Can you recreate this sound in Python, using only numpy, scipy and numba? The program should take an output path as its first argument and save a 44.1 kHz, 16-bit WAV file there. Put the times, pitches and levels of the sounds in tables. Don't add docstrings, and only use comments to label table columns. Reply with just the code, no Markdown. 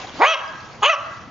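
import sys
import numpy as np
from scipy import signal
from scipy.fft import rfft, irfft
from scipy.io import wavfile
from scipy.ndimage import uniform_filter1d
from numba import njit

SR = 44100
rng = np.random.default_rng(int(sys.argv[2]) if len(sys.argv) > 2 else 0)


def voltage_ratio(level):
    return 10 ** (np.asarray(level, float) / 20)


def file_out(sig):
    cols = np.atleast_2d(sig).T
    lim = np.clip(cols, -1, 1)
    pcm = np.round(lim * 32767).astype(np.int16)
    wavfile.write(sys.argv[1], SR, pcm)


N = 57330


def evened(x):
    return x / np.sqrt(np.mean(x ** 2) + 1e-20)


def read_curve(points, hz):
    f, value = np.transpose(points)
    return np.interp(np.log(hz + 1), np.log(f + 1), value)


def level_gain(points):
    s, db = np.transpose(points)
    return voltage_ratio(np.interp(np.arange(N) / SR, s, db))


def add(mix, s, sound):
    part = mix[..., round(s * SR):][..., :sound.shape[-1]]
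    part += sound[..., :part.shape[-1]]


def resonate(x, hz, width_hz):
    turn = np.exp(2j * np.pi * np.cumsum(hz * np.ones(len(x))) / SR)
    r = np.exp(-np.pi * width_hz / SR)
    return 2 * (turn * signal.lfilter([(1 - r) ** 2], [1, -2 * r, r * r], x / turn)).real


# pitch_hz, likeness (0-1)
SIDE_LIKENESS = [(60, 0.29), (160, 1), (420, 0.88), (1110, 0.89), (2930, 0.56), (7730, 0.74)]


def drifting_noise(colour, patchy_db, flicker_db):
    frames, hz = N // 128 + 5, np.fft.rfftfreq(512, 1 / SR)
    a, b, c, d, patch = rng.standard_normal((frames, 257, 5)).T
    patch = uniform_filter1d(patch, size=5, axis=0)
    patch = evened(uniform_filter1d(patch, size=14, axis=1))
    flicker = evened(uniform_filter1d(rng.standard_normal(frames), size=6))
    same = read_curve(SIDE_LIKENESS, hz)[:, None]
    left = a + 1j * b
    right = same * left + np.sqrt(1 - same ** 2) * (c + 1j * d)
    gain_db = read_curve(colour, hz)[:, None] + patchy_db * patch + flicker_db * flicker
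    z = np.array([left, right]) * voltage_ratio(gain_db)
    return evened(signal.istft(z, nperseg=512, noverlap=384)[1][:, :N])


# pitch_hz, level_db (per Hz)
WIND_COLOUR = [(12, -46.5), (20, -18.5), (119, 5), (156, -3), (222, -2.5), (307, -10), (331, -3.5),
               (400, -17), (520, -6), (880, -120)]
# start_s, level_db
WIND_STRENGTH = [(0, -43), (.1, -46), (.2, -45.5), (.45, -47), (.65, -46.5), (.8, -42.5), (1.0, -43.5),
                 (1.15, -46), (1.3, -46.5)]


def wind():
    hz = np.fft.rfftfreq(N, 1 / SR)
    flat = drifting_noise([(1, 0), (20000, 0)], patchy_db=0, flicker_db=3)
    rumble = irfft(rfft(flat) * voltage_ratio(read_curve(WIND_COLOUR, hz)), N)
    return evened(rumble) * level_gain(WIND_STRENGTH)


# pitch_hz, level_db (per Hz)
LAP_COLOUR = [(150, -15), (250, -8), (1080, -3), (1210, -6), (1620, -6), (1840, -8.5), (2540, -11),
              (7200, -18.5), (9360, -65), (15800, -120)]
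# start_s, level_db
LAP_STRENGTH = [(0, -34), (0.122, -39.5), (0.201, -32), (.4, -35), (.6, -43), (0.801, -44), (1.048, -39.5),
                (1.3, -48)]


def lapping_water():
    return level_gain(LAP_STRENGTH) * drifting_noise(LAP_COLOUR, patchy_db=1.8, flicker_db=1)


# start_s,
# level_db, pitch_hz, length_cycles
DRIP_EVENTS = [(.044, -25, 730, 9), (.071, -29, 3800, 12), (.094, -31, 3200, 14), (.209, -25, 3600, 14),
               (.476, -34, 4950, 55), (.606, -34, 4300, 7), (.732, -38, 5000, 10), (.524, -38, 6300, 9),
               (.745, -39, 2300, 5), (.838, -19, 6800, 12), (.138, -31, 270, 5), (.203, -31, 5000, 12),
               (.216, -28, 4800, 12), (.181, -31, 200, 3), (.37, -27, 5500, 14), (.351, -15, 770, 9),
               (.955, -27, 4600, 20), (1.275, -33, 260, 5)]


def drips():
    out = np.zeros((2, N))
    sides_db = rng.uniform(1, 1.8, (len(DRIP_EVENTS), 1, 1))
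    for (s, db, hz, cycles), side_db in zip(DRIP_EVENTS, sides_db):
        u = np.arange(0, 2 * cycles / hz, 1 / SR) * hz / cycles
        tone = np.sin(2 * np.pi * cycles * u * (1 + .01 * u))
        tone = tone * np.minimum(u / .2, 1) * np.exp(-2.5 * u ** 2)
        add(out, s, voltage_ratio(db) * tone * voltage_ratio(side_db * np.array([[1], [-1]])))
    return out


# pitch_hz, t60_s
YARD_T60 = [(250, .3), (600, 0.66), (1200, 0.93), (2500, 0.78), (5000, 0.35)]
# pitch_hz, level_db
YARD_TONE = [(300, -34.5), (600, 6.5), (1200, 2), (1700, 4), (2500, -8), (5000, 9)]


def yard(x):
    far_wall_s, spread_s, far_wall_db = 0.17, 0.066, 4
    ring_hz, ring_width_hz, ring_db = 1630, 80, 7
    same = 0.68
    taps = np.zeros((2, SR))
    at = np.arange(1200, SR - 20, 20) + rng.integers(0, 20, (2, (SR - 1201) // 20))
    np.put_along_axis(taps, at, rng.choice([-1., 1.], at.shape), 1)
    taps = np.array([taps[0], same * taps[0] + np.sqrt(1 - same ** 2) * taps[1]])
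    hz, t, z = signal.stft(taps, SR, nperseg=256)
    wall_db = far_wall_db * np.exp(-((t - far_wall_s) / spread_s) ** 2)
    decay_db = -60 * t / read_curve(YARD_T60, hz)[:, None]
    shape = voltage_ratio(read_curve(YARD_TONE, hz)[:, None] + wall_db + decay_db)
    tail = signal.istft(z * shape, SR, nperseg=256)[1]
    tail = tail + voltage_ratio(ring_db) * np.array([resonate(c, ring_hz, ring_width_hz) for c in tail])
    tail = tail / np.linalg.norm(tail[0]) / 4
    return signal.fftconvolve(x[None], tail, axes=1)[:, :N]


# delay_s, level_db
NEAR_ECHOES = [(.0021, -13), (.0058, -16), (.011, -15), (.019, -15), (.031, -15), (.047, -16), (.066, -18)]


def near_echoes(dog):
    near = dog.copy()
    dull = signal.lfilter(*signal.butter(1, 1700, fs=SR), dog)
    for s, db in NEAR_ECHOES:
        add(near, s, -voltage_ratio(db) * dull)
    return near


# pitch_hz, lead_rad
PORT_LEAD = [(100, 0.47), (900, -0.62), (2100, -.6), (2900, -0.36), (7000, -0.53)]
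# pitch_hz, level_db
PORT_TILT = [(100, 5.7), (1000, -1.2), (3000, -0.1), (6000, 4.5)]


def ports(x):
    hz = np.fft.rfftfreq(N, 1 / SR)
    half = voltage_ratio(read_curve(PORT_TILT, hz) / 2) * np.exp(.5j * read_curve(PORT_LEAD, hz))
    return irfft(rfft(x) * np.array([half, 1 / half]), N)


def vocal_folds(hz, rough):
    jitter, shimmer_db, uneven, uneven_below_hz = .5, 1.8, .3, 600
    wobble, swing, air = rng.standard_normal((3, len(hz)))
    turns = np.cumsum(hz * (1 + jitter * rough * uniform_filter1d(wobble, size=80))) / SR
    folds = sum(np.cos(2 * np.pi * k * turns) for k in range(1, 17))
    folds = folds * voltage_ratio(shimmer_db * evened(uniform_filter1d(swing, size=120)))
    lopsided = np.clip((uneven_below_hz - hz) / 120, 0, 1)
    folds = folds * (1 + uneven * lopsided * np.cos(np.pi * turns))
    puffs = (.25 + np.exp(-(turns % 1) / .3)) * air
    puffs = signal.lfilter(*signal.butter(2, 9000, fs=SR), puffs)
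    return turns, evened(folds), evened(puffs)


def mouth(drive, puffs, low_hz, high_hz, open_db, nose_hz):
    low = resonate(drive, low_hz, 520)
    high = voltage_ratio(open_db) * resonate(drive, high_hz, 950)
    third = voltage_ratio(open_db - 10) * resonate(drive, 1.2 * high_hz, 450)
    breath = voltage_ratio(open_db / 2 - 32.5) * resonate(drive + puffs, 4085, 2620)
    nose_db = -21 + open_db / 2 + 28 * np.log2(high_hz / 2800)
    nose = voltage_ratio(nose_db) * resonate(drive + 0.99 * puffs, nose_hz, 850)
    return low - high + third + breath + nose


# start_s, effort_db, pitch_hz, low_mouth_hz, high_mouth_hz, brightness_db, roughness (0-1)
FIRST_BARK = [
    (.176, -57, 224.3, 900, 1940, -21, 0.26),
    (.202, -20, 301.1, 833, 1887, -24, 0.36),
    (.222, 0.5, 458.5, 870, 2160, -11, 0.24),
    (.245, 4.5, 525.5, 926, 1964, -4, 0.47),
    (.276, 0.5, 628, 1256, 2808, 0.5, 0.25),
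    (.3, -2, 654.4, 1382, 2830, 0.5, 0.24),
    (.328, -3, 639.7, 1350, 2824, 0.5, 0.4),
    (.345, -7, 544.4, 1148, 2686, 7.5, 0.36),
    (.362, -11, 516.5, 895, 2470, -18.5, 0),
]
# start_s, effort_db, pitch_hz, low_mouth_hz, high_mouth_hz, brightness_db, roughness (0-1)
SECOND_BARK = [
    (.818, -39, 405, 880, 2800, -15.5, 0.42),
    (0.832, -5.5, 409, 1064, 2980, -14.5, 0.4),
    (.843, -5, 433.5, 1027, 2824, -5, .32),
    (0.861, -1, 581.9, 1072, 2730, 6, 0.46),
    (0.887, -2.5, 596.1, 1318, 2810, -6, 0.38),
    (.9, 3, 669.3, 1212, 2370, 0, 0.17),
    (0.916, -3, 638.4, 1367, 2600, -1.5, 0.18),
    (0.939, -3.5, 577, 1242, 2873, -14.5, 0.47),
    (.955, -14, 532, 1100, 2600, -5.5, 0.8),
]


def bark(rows):
    s, *cols = np.transpose(rows)
    t = np.arange(s[0], s[-1], 1 / SR)
    effort_db, hz, low_hz, high_hz, open_db, rough = (np.interp(t, s, c) for c in cols)
    turns, folds, puffs = vocal_folds(hz, rough)
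    drive = (1 - rough) * folds + rough * puffs
    nose_hz = 6900 - 1500 * ((t - s[0]) / (s[-1] - s[0])) ** 1.36
    voice = mouth(drive, puffs, low_hz, high_hz, open_db, nose_hz)
    voice = voice / np.sqrt(uniform_filter1d(voice ** 2, size=900))
    shut_db = np.maximum(-13 - open_db, 0)
    chest_db = -4 + 14 * np.log2(hz / 640) + 2.06 * shut_db
    voice = voice + voltage_ratio(chest_db) * np.cos(2 * np.pi * turns)
    voice = -voltage_ratio(effort_db) * voice * np.minimum((s[-1] - t) / 0.0033, 1)
    f, when, z = signal.stft(voice, SR, nperseg=512, noverlap=448)
    ratio = f[:, None] / (.72 * np.interp(when + s[0], t, hz))
    z = z * ratio ** 8 / (1 + ratio ** 8)
    return s[0], signal.istft(z, SR, nperseg=512, noverlap=448)[1][:len(t)]


def scene():
    dog = np.zeros(N)
    for rows in (FIRST_BARK, SECOND_BARK):
        add(dog, *bark(rows))
    background = wind() + lapping_water() + drips()
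    return background + voltage_ratio(-8) * yard(dog) + ports(near_echoes(dog))


@njit
def follow(over_db, grab, let_go):
    out, state = np.zeros(len(over_db)), 0.
    for i in range(len(over_db)):
        state += (over_db[i] - state) * (grab if over_db[i] > state else let_go)
        out[i] = state
    return out


def roll_off(x):
    return signal.sosfilt(signal.butter(12, 8330, fs=SR, output="sos"), x)


def record(dry):
    knee_db, squeeze, grab_s, let_go_s = -34, .5, .022, .014
    ceiling, edge_hz = 1.05, 7020
    power_db = 10 * np.log10(abs(uniform_filter1d((dry ** 2).mean(0), size=300)) + 1e-12)
    over_db = np.maximum(power_db - knee_db, 0)
    cut_db = squeeze * follow(over_db, 1 / (grab_s * SR), 1 / (let_go_s * SR))
    x = dry / voltage_ratio(cut_db)
    x = x / (1 + (x / ceiling) ** 6) ** (1 / 6)
    band_limit = signal.firwin(101, edge_hz, window=("kaiser", 8), fs=SR)
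    x = signal.oaconvolve(x, band_limit[None], "same")
    return roll_off(x)


dry = scene()
out = record(dry)
file_out(out)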